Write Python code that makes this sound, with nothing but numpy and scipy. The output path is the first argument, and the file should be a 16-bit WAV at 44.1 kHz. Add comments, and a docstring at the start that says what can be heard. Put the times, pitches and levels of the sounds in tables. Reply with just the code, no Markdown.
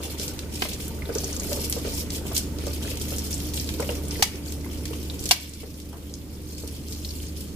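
"""A narrow walled yard, where someone waters a sandy bed from a plastic bottle with holes.
A machine hums in the background and sandals shuffle on the paving. Water sloshes in the bottle,
air glugs back in, and the thin plastic crinkles and snaps three times as it dents.
Each shake or squeeze throws a spurt over a thin trickle: drops tick on wet sand and tinkle in puddles.
A limiter ducks the whole yard after the loud snaps."""
import sys
import numpy as np
from scipy import signal
from scipy.fft import rfft, irfft
from scipy.io import wavfile
from scipy.ndimage import uniform_filter1d

SR = 44100
rng = np.random.default_rng(int(sys.argv[2]) if len(sys.argv) > 2 else 0)


def wrap_up_sound(samples):
    """Save the sound to the file named by the first command line argument, as 16-bit audio."""
    columns = np.atleast_2d(samples).T
    # keep every value between -1 and 1, then stretch to whole-number steps
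    tamed = np.clip(columns, -1, 1)
    steps = np.round(tamed * 32767).astype(np.int16)
    wavfile.write(sys.argv[1], SR, steps)


N = 332955
TIME = np.arange(N) / SR

# reverb time of the yard: f/Hz, t60/s
YARD_DECAY = [(200, 0.19), (1000, 0.42), (2200, 0.64), (3200, 0.38), (6000, 0.34), (15000, 0.19)]
# EQ of the machine's rumble: f/Hz, level/dB
RUMBLE_EQ = [(10, -17), (25, 0.5), (38, -7.5), (50, 5.5), (65, -2), (100, 1.5), (140, -0.5), (240, -0.5),
             (330, -4.5), (450, -8.5), (560, -15), (700, -22.5), (1500, -28.5), (5000, -28), (15000, -29.5)]
# how alike the rumble is left and right: f/Hz, correlation/0-1
RUMBLE_LIKENESS = [(20, .6), (45, .74), (75, .8), (140, .87), (300, .93), (640, .6), (1400, .2), (5000, 0)]
# tones of the machine: f/Hz, level/dB, waver/Hz
HUM_TONES = [(75.14, -34, 0.37), (295.5, -43, 6.91)]
# slow swell of the hum: t/s, level/dB
HUM_FADER = [(0, -1.5), (2, -0.5), (4.4, 1), (5.5, -0.5), (6.2, -1), (6.9, 2.5), (7.55, 0)]
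# sandals on the paving: t/s, level/dB, decay/s, top f/Hz
FOOTFALLS = [(2.252, -42, 0.02, 1200), (2.314, -36, 0.0083, 1070), (3.7964, -36, 0.018, 1080),
             (5.929, -37.5, 0.02, 1350)]
# pitches of the sloshing water: f/Hz, level/dB
SLOSH_EQ = [(300, 12), (440, 9.5), (560, 1.5), (720, -3), (1050, -2.5), (1550, -11), (2200, -4.5)]
# how hard the water rocks in the swinging bottle: t/s, level/dB
ROCKING_FADER = [(0, -39.5), (.45, -47), (.95, -48.5), (1.15, -42.5), (1.35, -45.5), (1.53, -42.5),
                 (1.7, -48.5), (2.1, -48.5), (2.3, -48), (2.5, -52), (2.85, -47.5), (3.2, -50.5),
                 (3.9, -49.5), (4.4, -46.5), (5.4, -55), (6.2, -54.5), (6.8, -55), (7.55, -60)]
# air bubbles entering the bottle: t/s, level/dB, f/Hz, decay/cycles
GLUGS = [(1.091, -26, 456, 3.5), (1.156, -27, 427, 2), (1.2352, -41, 740, 2), (1.515, -31.5, 573, 6.3),
         (1.572, -32, 528, 3.4), (1.7643, -31.5, 480, 4), (1.847, -31.5, 420, 2.7),
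         (1.872, -33.5, 480, 1.5), (2.5845, -38, 400, 2), (2.637, -35, 373, 2.4), (2.6679, -31.5, 510, 1.5),
         (3.12, -33.5, 542, 1.6), (3.796, -27.5, 456, 2.6), (3.821, -30.5, 525, 6.1),
         (3.8904, -28, 479, 5.4), (3.928, -37, 450, 3.3), (4.194, -34, 415, 1.9), (4.662, -42, 960, 1),
         (4.9083, -38, 447, 2.1), (4.932, -42.5, 1060, 1.7), (5.6325, -30, 442, 2.8),
         (6.6356, -34.5, 475, 2)]
# the clearest crinkles of the plastic: t/s, level/dB, f/Hz, width/octaves
CRINKLES = [(0.28, -29.5, 6000, 0.76), (0.391, -31.5, 4040, 1), (0.6928, -37, 4250, 0.53),
            (1.151, -30.5, 6230, 0.45), (1.4334, -37, 6500, 0.37), (1.53, -28.5, 5700, 1.1),
            (1.698, -25.5, 11700, 0.48), (1.7252, -25.5, 5400, 0.97), (2.104, -32.5, 5100, 0.62),
            (2.586, -39.5, 4500, .7), (2.667, -36, 6500, 0.92), (2.972, -36, 6000, 0.88),
            (3.1834, -31, 7100, 0.67), (3.542, -31, 9990, 1.6), (3.5745, -33.5, 3540, 0.53),
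            (3.5985, -31.5, 5270, 0.32), (3.6903, -31.5, 3520, 1), (3.803, -33, 6600, 0.99),
            (4.5222, -33.5, 6753, 1.6), (4.855, -31.5, 4500, 1.3), (5.193, -37.5, 5867, 0.37),
            (5.239, -33, 7000, 1.1), (5.2566, -28, 6300, 0.76), (5.2628, -32, 5500, 0.7),
            (5.2907, -26, 6144, 1), (5.494, -35, 8000, 0.36), (5.536, -34, 6000, .8),
            (5.801, -37, 5450, 1.1), (6.139, -31.5, 5700, 0.38), (6.6, -40, 7000, 0.61),
            (6.676, -35.5, 6100, 0.69), (6.948, -40, 4500, 0.56), (7.231, -47, 6500, .6)]
# the bottle wall buckles: t/s, level/dB, decay/s, tilt/(dB per octave), dent f/Hz, dent level/dB
BUCKLES = [(0.6204, -18.5, 0.0036, -6, 1070, -9), (0.653, -28, 0.0036, -8.5, 605, -7),
           (4.2238, -9.5, 0.0062, 1, 820, -11.5), (5.3098, -2, 0.0071, 0.5, 743, -15.5)]
# EQ of a snap's crack: f/Hz, level/dB
CRACK_EQ = [(100, -19.5), (400, -5), (1050, -0.5), (1450, -4), (2000, 1.5), (3200, 2.5), (4500, 4.5),
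            (6000, 3), (9500, -6.5), (11500, -5), (16000, -10.5)]
# ringing of the bottle wall: f/Hz, level/dB, t60/s
WALL_MODES = [(860, 0, 0.025), (1400, -21, 0.059), (2193, -1, 0.15), (2440, 18, 0.034), (2930, 18, 0.044),
              (3660, -7, 0.028), (4700, 5, 0.037), (6460, 1, 0.037)]
# spells when drops fall into a puddle: t/s, length/s, level/dB
PUDDLE_SPELLS = [(1.145, 0.59, -46), (2.336, 0.032, -28), (4.43, 0.08, -39.5), (6.466, 0.19, -41.5),
                 (6.88, 0.42, -45)]
# pitches of those drops: f/Hz, level/dB
TINKLE_EQ = [(3000, -41), (4400, 10), (5400, 0), (6500, 1), (8500, 0)]
# single pitched drips and, near 2.9 s, the blips of a short gurgle: t/s, level/dB, f/Hz, decay/cycles
DRIPS_AND_BLIPS = [(1.021, -39.5, 2070, 2.1), (1.055, -43, 3800, 5), (1.184, -29, 6000, 3.1),
                   (1.244, -30.5, 6170, 2.2), (1.329, -33, 6400, 2.2), (1.3654, -31.5, 6800, 3.4),
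                   (1.398, -28, 6500, 8.9), (2.85, -45, 1500, 1.5), (2.879, -45, 1890, 1.5),
                   (2.915, -42, 2800, 2), (3.192, -36, 5800, 6), (3.3286, -30.5, 5700, 5),
                   (3.342, -30, 7650, 4.2), (3.379, -37, 7600, 6), (3.8907, -33, 2810, 8.7),
                   (4.083, -35.5, 8700, 7), (4.1088, -34.5, 5640, 3.5), (4.156, -42.5, 2030, 8.7),
                   (4.645, -45.5, 2020, 3), (4.933, -40.5, 2820, 2.8), (5.0989, -34, 3850, 4.8),
                   (6.929, -37, 4800, 2.7), (7.0477, -28.5, 4300, 7), (7.09, -35, 5150, 3.1),
                   (7.106, -33.5, 4400, 6), (7.202, -42.5, 3000, 2.3)]
# the thin trickle under the spurts: t/s, level/dB
TRICKLE_FADER = [(0, -39.5), (.35, -44), (.5, -49.5), (.85, -41), (1, -48), (1.8, -39), (2.2, -55),
                 (2.4, -40), (2.52, -56.5), (2.8, -42.5), (4, -45.5), (4.42, -51), (4.6, -45.5),
                 (5.5, -39.5), (5.9, -45), (6.3, -46), (6.7, -43), (7.55, -44.5)]
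# one spurt for each shake or squeeze: t/s, length/s, level/dB, dull patter boost/dB
SPURT_CUES = [(0.0, 0.12, -37, 1), (0.174, 0.11, -30.5, -2), (0.512, 0.23, -34.5, 1.5),
              (0.787, 0.078, -34.5, -1.5), (1.112, 0.25, -35.5, -2.5), (1.397, 0.26, -32.5, -5.5),
              (1.697, 0.078, -37, -11), (1.837, 0.03, -32, 2.5), (1.896, .11, -32.5, -9),
              (2.11, 0.054, -33, -3), (2.238, 0.11, -39, 1), (2.343, 0.037, -25, -3),
              (2.596, 0.15, -40, 2.5), (2.814, 0.13, -37, 1), (2.984, .19, -37, -2), (3.178, .31, -38, -5),
              (3.521, 0.09, -35, -6), (3.64, .33, -39.5, 0), (4.083, .3, -39, 0.5), (4.447, .09, -35, -1.5),
              (4.685, 0.043, -45.5, 7), (4.88, 0.24, -45, -2.5), (5.256, 0.2, -33.5, 4),
              (5.511, 0.1, -38, 3), (5.726, 0.052, -39.5, -8), (6.46, 0.3, -41.5, -6),
              (6.859, .41, -38.5, -8), (7.357, 0.08, -38, -2)]
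# pitches of the spray on the sand: f/Hz, level/dB
SPRAY_EQ = [(900, -25), (1700, -26.5), (2300, -5), (3000, -0.5), (3800, -5.5), (4700, -2), (6200, -6),
            (8000, -5.5), (9800, -9), (12000, -5), (15000, -11.5)]

SPURT_ATTACK_S, SPURT_RELEASE_S = 0.013, 0.019  # lands quickly, tails off in stragglers


def amp(db):
    """Decibels to gain."""
    return 10 ** (np.asarray(db) / 20)


def unit_rms(x):
    """Scales to rms 1."""
    return x / np.sqrt(np.mean(x ** 2) + 1e-20)


def unit_hit(x):
    """Scales a one-shot to the energy of 10 ms at rms 1."""
    return x / np.sqrt(np.mean(x ** 2) * x.shape[-1] / (.01 * SR) + 1e-20)


def curve_at(points, hz):
    """Reads a curve on a log-frequency axis."""
    f, value = np.transpose(points)
    return np.interp(np.log(hz + 1), np.log(f), value)


def fader(rows):
    """Gain that rides a level curve."""
    return amp(np.interp(TIME, *np.transpose(rows)))


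def gate(start, length, attack, release):
    """Envelope that opens at start, holds until start + length, then dies away."""
    t = TIME - start
    return np.clip(t / attack, 0, 1) * np.exp(-np.maximum(t - length, 0) / release)


def drift(rate_hz):
    """Slow random wobble of rms 1."""
    hz = np.fft.rfftfreq(N, 1 / SR)
    return unit_rms(irfft(rfft(rng.standard_normal(N)) / (1 + (hz / rate_hz) ** 4), N))


def place(mix, s, sound):
    """Lays a stereo one-shot into the mix at s seconds."""
    part = mix[:, round(s * SR):][:, :sound.shape[1]]
    part += sound[:, :part.shape[1]]


def eq(x, db_at):
    """Minimum-phase EQ for a one-shot; db_at gives the gain at each frequency."""
    hz = abs(np.fft.fftfreq(x.shape[-1], 1 / SR))
    log_gain = np.log(amp(db_at(hz)))
    return np.fft.ifft(np.fft.fft(x) * np.exp(np.conj(signal.hilbert(log_gain)))).real


def resonance(x, hz, octaves, skirt_db=22):
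    """Band-pass around hz; a larger skirt_db gives steeper sides."""
    return eq(x, lambda f: -skirt_db * np.log10(1 + (np.log2((f + 50) / hz) / octaves) ** 2))


def crackle(decay, samples=4096):
    """A quick, dying run of tiny clicks in stereo, flattened to an even spectrum."""
    t = np.arange(samples) / SR
    grit = rng.standard_normal((2, samples)) * rng.exponential(1, samples) ** .5
    spectrum = rfft(grit * np.exp(-t / decay))
    spectrum /= np.sqrt(uniform_filter1d(abs(spectrum) ** 2, size=45))
    return irfft(spectrum, samples) * (t < t[-1] / 2)


def ping(hz, cycles, glide, samples=4096):
    """A damped tone; glide bends it upward, like a bubble nearing the surface."""
    age = np.arange(samples) / SR * hz / cycles  # in decay times
    envelope = np.exp(-age) * (1 - np.exp(-age * cycles * 2))
    return envelope * np.sin(2 * np.pi * cycles * (age + glide * (age - 1 + np.exp(-age))))


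def shower(spectrum, per_s, spread_db, cycles, glide, pitches):
    """A random cloud of small pings at rms 1, each pitch from its own direction."""
    out = np.zeros((2, N))
    for hz in np.geomspace(spectrum[0][0], spectrum[-1][0], pitches):
        sizes = amp(spread_db * np.minimum(rng.exponential(1, N), 4))
        hits = sizes * (rng.random(N) < per_s / pitches / SR) * rng.choice([-1, 1], N)
        drops = signal.oaconvolve(hits, np.diff(ping(hz, cycles, glide, samples=3000)))[:N]
        drops = unit_rms(drops) * amp(curve_at(spectrum, hz)) * np.sqrt(hz)
        out += [drops, np.roll(drops, rng.integers(-14, 12))]
    return unit_rms(out)


def yard(x, near_db, tail_db, near_decay=0.018):
    """Adds early reflections off the ground and a close wall, then a thin tail between the walls."""
    t = np.arange(SR // 2) / SR
    near, late = rng.standard_normal((2, 2, len(t))) * (rng.random((2, 2, len(t))) < .08)
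    near *= np.exp(-t / near_decay) * (t > .001)
    hz, frame_s, bands = signal.stft(late * (t > .008), SR, nperseg=256)
    fade = amp(-60 * frame_s / curve_at(YARD_DECAY, hz)[:, None])
    tail = signal.istft(bands * fade, SR, nperseg=256)[1][:, :len(t)]
    echo = sum(amp(db) * part / np.linalg.norm(part, axis=1, keepdims=True)
               for db, part in [(near_db, near), (tail_db, tail)])
    # long waves reach both sides alike
    echo[1] += signal.filtfilt(*signal.butter(2, 700, fs=SR), echo[0] - echo[1])
    return x + signal.oaconvolve(x, echo, axes=1)[:, :N]


def roving_yard(x, turns_per_s, **room):
    """The landing spot moves along the bed: crossfades round three patterns of echoes."""
    share = np.array([np.cos(np.pi * (turns_per_s * TIME + k / 3)) ** 4 for k in range(3)])
    share /= share.sum(0)
    return x + sum(yard(x * send, **room) - x * send for send in np.sqrt(share))


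def machine():
    """A distant fan unit, a little to the right: steady rumble with a wavering hum."""
    hz = np.fft.rfftfreq(N, 1 / SR)
    right, other = rfft(rng.standard_normal((2, N)))
    likeness = np.clip(curve_at(RUMBLE_LIKENESS, hz), 0, 1)
    left = likeness * right + np.sqrt(1 - likeness ** 2) * other
    left *= np.exp(-2j * np.pi * hz * .00005)  # arrives later
    rumble = unit_rms(irfft(np.array([left, right]) * amp(curve_at(RUMBLE_EQ, hz)), N))
    hum = sum(amp(db) * np.sqrt(2) * np.sin(2 * np.pi * np.cumsum(f + waver * drift(11.06)) / SR)
              for f, db, waver in HUM_TONES)
    hum *= fader(HUM_FADER) * amp(.8 * drift(2.7))
    return amp(-34) * rumble * amp([[-.6], [.6]]) + hum * amp([[-.3], [.3]])


def sandals():
    """A soft sole meets the paving: a dull, gritty pat."""
    out = np.zeros((2, N))
    for s, db, decay, top_hz in FOOTFALLS:
        def muffle_db(f):
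            return -10 * np.log10((1 + (f / top_hz) ** 8) * (1 + (300 / (f + 20)) ** 2)).clip(0, 8)
        pat = eq(crackle(decay, samples=8192), muffle_db)
        place(out, s, amp(db) * unit_hit(pat + .5 * pat[::-1]))  # crossfeed narrows the image
    return yard(out, near_db=-2, tail_db=-6)


def slosh(churn_db=-5.5):
    """Small bubbles in moving water, stirred by the swing of the bottle and briefly by each glug."""
    churn_power = sum((amp(db + churn_db) * gate(s, 0, attack=0.0035, release=0.018)) ** 2
                      for s, db, *_ in GLUGS)
    stir = np.sqrt(fader(ROCKING_FADER) ** 2 + churn_power)
    water = shower(SLOSH_EQ, per_s=600, spread_db=3, cycles=2.5, glide=.05, pitches=24)
    return amp(0.5) * yard(water * stir, near_db=1, tail_db=-26)


def glugs():
    """Air breaks in through the holes with a soft splat; each bubble swells and rings at its pitch."""
    out = np.zeros((2, N))
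    swell = 1 - np.exp(-np.arange(4096) / SR / .002)
    for s, db, hz, cycles in GLUGS:
        ring = unit_hit(swell * ping(hz, cycles, glide=0.02))
        splat = unit_hit(resonance(crackle(decay=0.0051), 1.16 * hz, octaves=0.53, skirt_db=20))
        place(out, s, amp(db) * (np.array([np.roll(ring, 2), ring]) + amp(-2.5) * splat))
    return amp(-2) * yard(out, near_db=-5, tail_db=-11, near_decay=0.013) * amp([[-1], [1]])


def crinkles(pour, per_s=7, offset_db=-2.5, spread_db=5, centre_hz=5800, width_octaves=0.75):
    """Squeezed plastic ticks in one broad resonance; random extra ticks follow the level of the flow."""
    out = np.zeros((2, N))
    count = round(per_s * N / SR)
    extras = []
    for at, (loudness, pitch) in zip(rng.integers(0, N, count), rng.standard_normal((count, 2))):
        db = 20 * np.log10(pour[at]) + offset_db + spread_db * loudness
        extras.append((at / SR, db, centre_hz * 2 ** (0.52 * pitch), width_octaves))
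    for s, db, hz, octaves in CRINKLES + extras:
        tick = resonance(crackle(decay=0.0022), hz, octaves + 0.027)
        place(out, s, amp(db) * unit_hit(tick))
    return yard(out, near_db=-4.5, tail_db=-12)


def snaps():
    """A dent pops through the thin wall: a dense crack and a brief ring, retuned by each new dent."""
    out, t = np.zeros((2, N)), np.arange(4096) / SR
    attack = 1 - np.exp(-t / .0013)
    for s, db, decay, tilt_db, dent_hz, dent_db in BUCKLES:
        crack = eq(crackle(decay), lambda f: curve_at(CRACK_EQ, f) + tilt_db * np.log2((f + 100) / 3000))
        dent = ping(dent_hz, cycles=1.9, glide=0)
        ring = sum(amp(mode_db + tilt_db * np.log2(hz / 3000) - 60 * t / t60)
                   * np.sin(2 * np.pi * (hz * rng.uniform(0.88, 1.05) * t + rng.random((2, 1))))
                   for hz, mode_db, t60 in WALL_MODES)
        snap = unit_hit(crack) + amp(-12) * unit_hit(ring) + amp(dent_db) * unit_hit(dent)
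        place(out, s, amp(db) * unit_hit(snap * attack))
    # pull the low body toward the centre
    low_side = signal.filtfilt(*signal.butter(1, 900, fs=SR), out[0] - out[1])
    out += low_side * np.array([[-.3], [.3]])
    return yard(out, near_db=-5.5, tail_db=-16, near_decay=.014)


def tinkle():
    """Drops that hit standing water trap tiny bubbles, which ring briefly."""
    wet = sum(amp(db) * gate(s, length, SPURT_ATTACK_S, SPURT_RELEASE_S)
              for s, length, db in PUDDLE_SPELLS)
    drops = wet * shower(TINKLE_EQ, per_s=400, spread_db=-0.5, cycles=6.8, glide=0.011, pitches=28)
    return amp(-3.5) * roving_yard(drops, turns_per_s=1.1, near_db=-8, tail_db=-19, near_decay=0.0054)


def drips_and_blips():
    """Each drip or gurgle blip is a crisp, pitched tick with a small rough splash around that pitch."""
    out = np.zeros((2, N))
    for s, db, hz, cycles in DRIPS_AND_BLIPS:
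        tick = amp(-2) * unit_hit(ping(hz, cycles, glide=0.0092))
        splash = amp(-3) * unit_hit(resonance(crackle(decay=0.006), hz, octaves=0.4))
        place(out, s, amp(db) * (np.array([np.roll(tick, 2), tick]) + splash))
    return yard(out, near_db=-6, tail_db=-15, near_decay=.004)


def flow():
    """Spurts on top of the trickle: envelopes for the whole pour and for its dull patter."""
    spurt_power = np.array([(amp(db) * gate(s, length, SPURT_ATTACK_S, SPURT_RELEASE_S)) ** 2
                            for s, length, db, _ in SPURT_CUES])
    patter_boost = amp([boost_db for *_, boost_db in SPURT_CUES]) ** 2
    trickle_power = fader(TRICKLE_FADER) ** 2
    pour = np.sqrt(spurt_power.sum(0) + trickle_power)
    patter = np.sqrt(patter_boost @ spurt_power + trickle_power)
    return pour, patter


def clumps(per_s, decay, spread_db):
    """Envelope of rms 1 for water landing in lumps: each starts at once and dies quickly."""
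    lumps = amp(spread_db * np.minimum(rng.exponential(1, N), 3)) * (rng.random(N) < per_s / SR)
    return unit_rms(signal.lfilter([1], [1, -np.exp(-1 / (decay * SR))], lumps))


def spray(pour, patter, patter_top_hz=4230):
    """Jets break into lumps of drops that tick on wet sand; a stronger spurt brings more, harder drops."""
    landing = pour * (.6 + .46 * clumps(per_s=80, decay=.005, spread_db=2.5))
    density = landing / landing.mean()
    force = np.sqrt(landing * landing.mean())
    drops = shower(SPRAY_EQ, per_s=2200 * density, spread_db=2, cycles=2.25, glide=0.0024, pitches=40)
    hard = shower(SPRAY_EQ, per_s=170 * density, spread_db=2.5, cycles=1.1, glide=0, pitches=18)
    # some of the finest drops have a brief pitch
    fine = shower(SPRAY_EQ[5:], per_s=260 * density, spread_db=2.5, cycles=5, glide=.01, pitches=20)
    water = (drops + amp(-7) * hard + amp(-6) * fine) * force
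    dull = signal.filtfilt(*signal.butter(4, patter_top_hz, fs=SR), water)
    water += dull * (patter / pour - 1)  # the lower band rides the patter envelope
    return amp(-5.5) * roving_yard(water, turns_per_s=1.3, near_db=1.5, tail_db=-11, near_decay=0.013)


def scene():
    """The mix: water, bottle, feet and machine."""
    pour, patter = flow()
    water = spray(pour, patter) + drips_and_blips() + slosh() + tinkle() + glugs()
    return water + snaps() + sandals() + machine() + crinkles(pour)


def record(dry, threshold_db=-12.5, slope=0.64, start_duck_db=3.5, peak_db=-2, top_hz=15300):
    """A limiter starts ducked, ducks again on loud snaps, deeper on the loudest; then clip and low-pass."""
    def held(duck_db, db_per_s):
        """Gain reduction with instant attack and steady release."""
        release = db_per_s * TIME
        return np.maximum(np.maximum.accumulate(duck_db + release) - release, 0)

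    power_db = 10 * np.log10(abs(uniform_filter1d((dry ** 2).mean(0), size=176)) + 1e-12)
    wanted_db = slope * (power_db - threshold_db)
    wanted_db[0] = max(wanted_db[0], start_duck_db)
    slow_db = held(wanted_db, db_per_s=2)
    dip_db = signal.lfilter(*signal.butter(1, 12, fs=SR), held(power_db - peak_db, db_per_s=3))
    gain = amp(-uniform_filter1d(slow_db + dip_db, size=64))
    lowpass = signal.firwin(255, top_hz, window=("kaiser", 9), fs=SR)
    return signal.oaconvolve(np.clip(dry * gain, -1, 1), lowpass[None], "same")


dry = scene()
out = record(dry)
wrap_up_sound(out)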